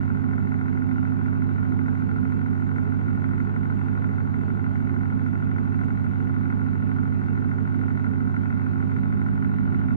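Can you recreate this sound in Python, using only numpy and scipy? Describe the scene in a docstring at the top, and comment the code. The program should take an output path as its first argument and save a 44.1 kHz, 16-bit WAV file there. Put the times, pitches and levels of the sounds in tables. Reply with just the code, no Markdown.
"""Mains transformer hum inside a running microwave oven: sines at mains and fan shaft multiples and their mixes.
The fan turns a little slower than the mains field; once a turn its rotor ticks against the steel case,
harder or softer as the magnetic pull stands, ringing the case's decaying modes.
Shaped noise makes the air rumble, a low drone and the grille hiss; short noise puffs are food spits.
The two microphone ports hear the case nearly in opposite phase."""
import sys
import numpy as np
from scipy import signal
from scipy.fft import rfft, irfft, next_fast_len
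from scipy.io import wavfile
from scipy.ndimage import uniform_filter1d, map_coordinates

SR = 44100
rng = np.random.default_rng(int(sys.argv[2]) if len(sys.argv) > 2 else 0)


def file_out(sig):
    """Save sig as 16-bit WAV at sys.argv[1]."""
    # one column per channel
    cols = np.atleast_2d(sig).T
    # limit, then scale
    lim = np.clip(cols, -1, 1)
    pcm = np.round(lim * 32767).astype(np.int16)
    wavfile.write(sys.argv[1], SR, pcm)


N = 439236

# fan shaft speed: time_s, speed_turns_per_s
SHAFT_SPEED = [(0.0, 43.189), (0.4, 43.072), (1.2, 43.33), (2.4, 43.252), (3.2, 43.691), (4.0, 43.633),
               (4.8, 43.397), (5.6, 43.618), (6.0, 43.604), (6.8, 43.434), (8.4, 43.503), (8.8, 43.383),
               (9.2, 43.515), (10.0, 43.44)]
# hum tones: mains_multiple, shaft_multiple, left_rms_db, right_rms_db, left_lead_rad
HUM_TONES = [(0, 1, -45, -47, -2.5), (1, 0, -60, -52, 2.4), (0, 2, -45, -38, 2.4), (2, 0, -32, -23, 3.0),
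             (0, 3, -41, -43, -2.0), (3, 0, -52, -32, 2.6), (0, 4, -40, -48, -2.5), (2, 2, -52, -39, 2.9),
             (3, 1, -53, -41, -2.5), (4, 0, -37, -35, -1.4), (2, 3, -45, -34, 2.7), (3, 2, -50, -42, 2.5),
             (4, 1, -52, -41, 2.5), (-2, 8, -59, -48, 2.8), (5, 0, -47, -40, 2.6), (0, 6, -42, -28, 2.6),
             (3, 3, -57, -49, 3.0), (6, 0, -49, -69, 0.8), (0, 8, -57, -55, -1.2), (7, 0, -56, -46, 2.4),
             (8, 0, -56, -48, -2.2), (0, 10, -66, -62, 1.9), (9, 0, -64, -58, 2.3), (10, 0, -62, -57, 2.5),
             (12, 0, -71, -64, 2.8), (-2, 17, -68, -62, 2.9), (5, 9, -68, -62, 3.0),
             (-2, 18, -62, -62, 3.1), (14, 0, -62, -57, 2.5), (0, 18, -56, -54, 2.4),
             (16, 0, -65, -61, 2.8), (0, 19, -56, -56, 2.3), (1, 18, -61, -58, 2.6), (2, 17, -62, -59, 2.5),
             (0, 20, -60, -57, 2.6), (2, 18, -56, -56, 3.1), (24, 0, -61, -58, 2.7), (25, 0, -66, -63, 2.6),
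             (26, 0, -63, -64, 2.4), (50, 0, -83, -87, -0.3), (54, 0, -88, -86, -1.1),
             (55, 0, -84, -84, 2.5), (59, 0, -85, -86, 1.9), (66, 0, -90, -94, 1.0), (68, 0, -89, -92, 0.8)]
# transformer hum shift near the end: mains_multiple, left_change_db, right_change_db, advance_rad
HUM_SHIFT = [(2, 4.5, 0.5, 0.64), (3, 4, 0.5, 0), (4, -0.5, 5.5, 0.59), (6, -0.5, 16, 0.23)]
# steel case modes: freq_hz, level_db (for a 0 dB blow), t60_s, first_swing_sign
CASE_MODES = [(622, -48.9, 0.15, -1), (742, -44.5, 0.15, -1), (822, -46, 0.083, -1), (883, -50, 0.15, -1),
              (957, -45.4, 0.06, -1), (1050, -45.7, 0.149, 1), (1108, -46.8, 0.15, 1),
              (1218, -42.9, 0.062, 1), (1318, -39.5, 0.064, -1), (1379, -41.7, 0.14, -1),
              (1390, -46.5, 0.148, 1), (1430, -32.9, 0.061, 1), (1532, -45.7, 0.15, -1),
              (1691, -62, 0.038, 1), (1817, -65, 0.077, -1), (1958, -51.2, 0.054, -1),
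              (2030, -44.4, 0.033, -1), (2144, -40.1, 0.015, 1), (2218, -64.4, 0.15, 1),
              (2565, -68.4, 0.15, -1)]
# tick at left port against right: freq_hz, left_minus_right_db, left_lead_rad
PORT_RESPONSE = [(684, -4, 2.9), (756, 0.5, 2.17), (1260, 1.5, 2.8), (1335, -3.44, 1.965), (1846, 11, 2.34),
                 (1970, -0.5, 2.59), (2520, 4.5, 2.26), (2500, -2.5, 0.7)]
# cavity air: freq_hz, right_db_per_hz, left_minus_right_db, likeness_0_to_1, left_lead_rad
CAVITY_AIR = [(15, -76, -3.5, 0.5, 3), (55, -70, -3.5, 0.6, 3.5), (89.6, -55.5, -3, 0.7, 2),
              (135, -60.5, 3.5, 0.9, 5.2), (171, -57, -5.5, 0.3, 3), (206, -58.5, -3.5, 0.3, 3.9),
              (266.2, -50.5, -11.5, 0.5, 2.3), (284.7, -61.5, -8, 1, 2.5), (323, -66.5, -3, 0.2, 1.5),
              (376, -66.5, -7, 0.6, 4.3), (424, -65, -10, 0.1, 2.5), (484, -76.5, -7.5, 0, 0.66),
              (610, -79, -3.5, 0.7, 1.5), (770, -77.5, -4.5, 0, 2.5), (1350, -78.5, 1.5, 1, 2.4),
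              (1680, -87.5, 4.5, 0.6, 2.7), (2190, -85, 3, .8, 2.6), (2440, -101, 0, 0, 7.7),
              (3330, -150, 1.5, 0.2, 1.8)]
# grille hiss: freq_hz, right_db_per_hz, left_minus_right_db, likeness_0_to_1
GRILLE_HISS = [(1800, -125, -2, 0), (2554, -94.5, 2, 0.3), (3190, -105, -0.5, 0), (3360, -104, -1, 0.3),
               (4510, -108, -6.5, 0.7), (4640, -115, -5.5, 0), (6600, -115, -3, 0), (7160, -111, -3, 0),
               (7700, -117, 1, .2), (8060, -122, 2.5, 0.1), (9260, -126, -1, 0), (10400, -138, 0, .2)]
# faint spits from the food: start_s, level_db (noise rms at the start, before filtering)
FOOD_SPITS = [(2.4598, -70), (5.8406, -62), (5.915, -65), (6.0417, -67), (6.2407, -68)]
# magnetic pulls, two a mains cycle: start_cycles, strength_db, growth_over_pull_db, early_lateness_ms
MAGNET_PULLS = [(-.02, 0.5, 0, 0.37), (0.399, -4, 5.5, .3)]

MAINS_HZ, START_TURNS = 49.9757, .4542
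SHIFT_S = 8.97  # middle of the hum shift
BLADE_SPEED_TURNS_PER_S = 43.38  # the blade tone is louder while the fan runs slower than this
BLADE_SWING_DB, BLADE_WAVER_DB = 1.5, 1.3
GRIP_CYCLES, RELEASE_CYCLES = .11, .12  # time gripping and letting go, in mains cycles
SLACK_DB = -16.5  # blow strength between pulls
LATE_PULL_MS, SLACK_MS = -.55, -.55  # blow delay late in a pull and between pulls; negative is early
BRIGHTEN_DB = 3.5  # upper mode gain added over a pull
DRONE_DB, DRONE_SWELL_DB = -53, 2
FLUTTERS_PER_TURN = 4
TOP_HZ = 9880


def amp(db):
    """dB to gain."""
    return 10 ** (np.asarray(db) / 20)


def unit(x):
    """Scale to rms 1."""
    return x / np.sqrt(np.mean(x ** 2) + 1e-20)


def along(table, hz):
    """Interpolate each column after the frequency on a log axis."""
    freq_hz, *columns = np.transpose(table)
    return [np.interp(np.log(hz + 1), np.log(freq_hz + 1), column) for column in columns]


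def wobble(knots_per_s):
    """Smooth random curve through evenly spaced normal knots."""
    knots = rng.standard_normal(int(N * knots_per_s / SR) + 4)
    return map_coordinates(knots, [np.arange(N) * knots_per_s / SR])


def filtered(x, response):
    """Multiply the spectrum of x by a complex response(hz)."""
    size = next_fast_len(N + SR // 2)
    return irfft(rfft(x, size) * response(np.fft.rfftfreq(size, 1 / SR)), size)[..., :N]


def pair(patchy_db, response):
    """Patchy stereo noise; response(hz) gives right dB per Hz, left-right dB, likeness and left lead."""
    noise = signal.stft(rng.standard_normal((2, N)), nperseg=1024)[2]
    patches = rng.standard_normal(noise.shape[1:])
    patches = uniform_filter1d(patches, size=3, axis=0)  # across frequency
    patches = uniform_filter1d(patches, size=6, axis=1)  # across time
    patchy = signal.istft(noise * amp(patchy_db * unit(patches)), nperseg=1024)[1]
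    shared, own = patchy[:, :N] * np.sqrt(SR / 2)  # 0 dB per Hz
    right_db, balance_db, alike, lead_rad = response(np.fft.rfftfreq(N, 1 / SR))
    alike = np.clip(alike, 0, 1)
    right = rfft(shared) * amp(right_db)
    left_own = np.sqrt(1 - alike ** 2) * rfft(own) * amp(right_db)
    left = (alike * right * np.exp(1j * lead_rad) + left_own) * amp(balance_db)
    return irfft(np.array([left, right]), N)


def spits():
    """Steam puffs: decaying noise, bright at the right port, with a lower ring at the left."""
    out = np.zeros((2, N))
    t = np.arange(SR // 20) / SR
    for start_s, level_db in FOOD_SPITS:
        puff = amp(level_db - 60 * t / .07) * rng.standard_normal((2, len(t)))
        out[:, round(start_s * SR):][:, :len(t)] += puff

    def ports(hz):
        bright = amp(5) * hz ** 4 / (hz ** 4 + 4500. ** 4) / (1 + (hz / 8500.) ** 8)
        ring = amp(14) / (1 + ((hz - 2850) / 250) ** 2)
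        return np.array([ring + amp(-6) * bright, bright])

    return filtered(out, ports)


def air(turns, at, strength_db):
    """Turbulent cavity noise, a narrow swelling drone, and grille hiss that each blow briefly shakes."""
    rumble = pair(patchy_db=1.5, response=lambda hz: along(CAVITY_AIR, hz))
    hiss = pair(patchy_db=2.0, response=lambda hz: [*along(GRILLE_HISS, hz), -.8])
    shake_decay = amp(-60 * np.arange(SR // 20) / SR / .081)  # t60 .081 s
    shake = signal.fftconvolve(np.bincount(at, amp(strength_db), N), shake_decay)[:N]
    flutter = np.cos(2 * np.pi * FLUTTERS_PER_TURN * turns)
    drone = pair(patchy_db=3, response=lambda hz: [-20 * np.log10(1 + ((hz - 370) / 13) ** 4), -8, .75, 2.9])
    drone_db = DRONE_DB + DRONE_SWELL_DB * wobble(3.7)
    return rumble + hiss * (1 + .3 * shake + .05 * flutter) + amp(drone_db) * unit(drone)


def shaft_turns():
    """Fan shaft angle in turns: the integral of its speed."""
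    speed = np.interp(np.arange(N) / SR, *np.transpose(SHAFT_SPEED))
    return START_TURNS + np.cumsum(speed) / SR


def blows(turns):
    """One blow a turn, its strength and delay set by the pull; gives samples, strength dB, brightness dB."""
    turn_s = np.interp(np.arange(1, int(turns[-1])), turns, np.arange(N) / SR)
    start, level_db, growth_db, late_ms = np.transpose(MAGNET_PULLS)
    cycle = (turn_s * MAINS_HZ - start[0]) % 1 + start[0]
    k = (cycle >= start[1]).astype(int)  # which pull
    since = cycle - start[k]
    length = np.diff([*start, start[0] + 1])[k]
    grip = np.clip(np.minimum(since / GRIP_CYCLES, (length - since) / RELEASE_CYCLES), 0, 1)
    strength_db = SLACK_DB * (1 - grip) + level_db[k] + growth_db[k] * since / length
    gripping_ms = SLACK_MS + (late_ms[k] - SLACK_MS) * grip
    held = (since - GRIP_CYCLES) / (length - GRIP_CYCLES - RELEASE_CYCLES)
    held_ms = LATE_PULL_MS + (late_ms[k] - LATE_PULL_MS) * np.clip(1 - held, 0, 1)
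    delay_ms = np.where(since < GRIP_CYCLES, gripping_ms, held_ms)
    chance = rng.standard_normal((len(turn_s), 3))
    blow_s = turn_s - .0045 + (delay_ms + .1 * chance[:, 0]) / 1e3  # just before each full turn
    strength_db = strength_db + 1.3 * chance[:, 1]
    bright_db = 1 + BRIGHTEN_DB * since / length + 2.5 * chance[:, 2]
    return np.round(blow_s * SR).astype(int), strength_db, bright_db


def ticks(at, strength_db, bright_db):
    """Blows ring the case modes as decaying sines; the drive to the upper modes varies blow to blow."""
    t = np.arange(SR // 4) / SR
    modes = np.array([np.sign(sign) * amp(level_db - 60 * t / t60_s) * np.sin(2 * np.pi * freq_hz * t)
                      for freq_hz, level_db, t60_s, sign in CASE_MODES])
    upper = np.transpose(CASE_MODES)[0] > 1600
    grind = amp(-43.5) * rng.standard_normal(N)  # the bearing keeps the lower modes ringing between blows
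    lower_drive = np.bincount(at, amp(strength_db), N) + grind
    upper_drive = np.bincount(at, amp(strength_db + bright_db), N)
    ringing = signal.fftconvolve(lower_drive, modes[~upper].sum(axis=0))
    ringing = ringing + signal.fftconvolve(upper_drive, modes[upper].sum(axis=0))
    right = filtered(ringing[:N], lambda hz: 1 / (1 + (hz / 2480.0) ** 12))  # soft contact: no treble click

    def left_port(hz):
        balance_db, lead_rad = along(PORT_RESPONSE, hz)
        return amp(balance_db) * np.exp(1j * lead_rad)

    return np.array([filtered(right, left_port), right])


def hum(turns):
    """Transformer, fan and mixing tones: sines at sums of mains and shaft multiples, wavering in level."""
    t = np.arange(N) / SR
    later = np.clip((t - SHIFT_S) / .05 + .5, 0, 1)
    shifts = {round(multiple): change for multiple, *change in HUM_SHIFT}
    speed = np.interp(t, *np.transpose(SHAFT_SPEED))
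    blade_db = BLADE_SWING_DB * np.tanh((BLADE_SPEED_TURNS_PER_S - speed) / .08) + BLADE_WAVER_DB * wobble(3)
    out = np.zeros((2, N))
    for mains, shaft, left_db, right_db, lead_rad in HUM_TONES:
        mains, shaft = round(mains), round(shaft)
        change = shifts.get(mains, np.zeros(3)) if shaft == 0 else np.zeros(3)
        left_up_db, right_up_db, advance_rad = change
        cycles = mains * MAINS_HZ * t + shaft * turns + rng.random()
        angle = 2 * np.pi * cycles + advance_rad * later
        waver_db = (.3 if shaft == 0 else 1.2) * wobble(2.8)  # tones tied to the fan wander more
        if (mains, shaft) == (0, 6):  # blade tone
            waver_db = blade_db
        out[0] += amp(left_db + left_up_db * later + waver_db) * np.sin(angle + lead_rad)
        out[1] += amp(right_db + right_up_db * later + waver_db) * np.sin(angle)
    return np.sqrt(2) * out  # rms to peak


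def scene():
    """Sum of all sources at the two ports."""
    turns = shaft_turns()
    at, strength_db, bright_db = blows(turns)
    background = spits() + air(turns, at, strength_db + bright_db)
    return background + ticks(at, strength_db, bright_db) + hum(turns)


def record(dry):
    """Fade in and out over 4 ms; cut everything above the band limit."""
    rise = np.sin(np.pi / 2 * np.clip(np.arange(N) / SR / .004, 0, 1)) ** 2
    return filtered(dry * rise * rise[::-1], lambda hz: hz < TOP_HZ)


dry = scene()
out = record(dry)
file_out(out)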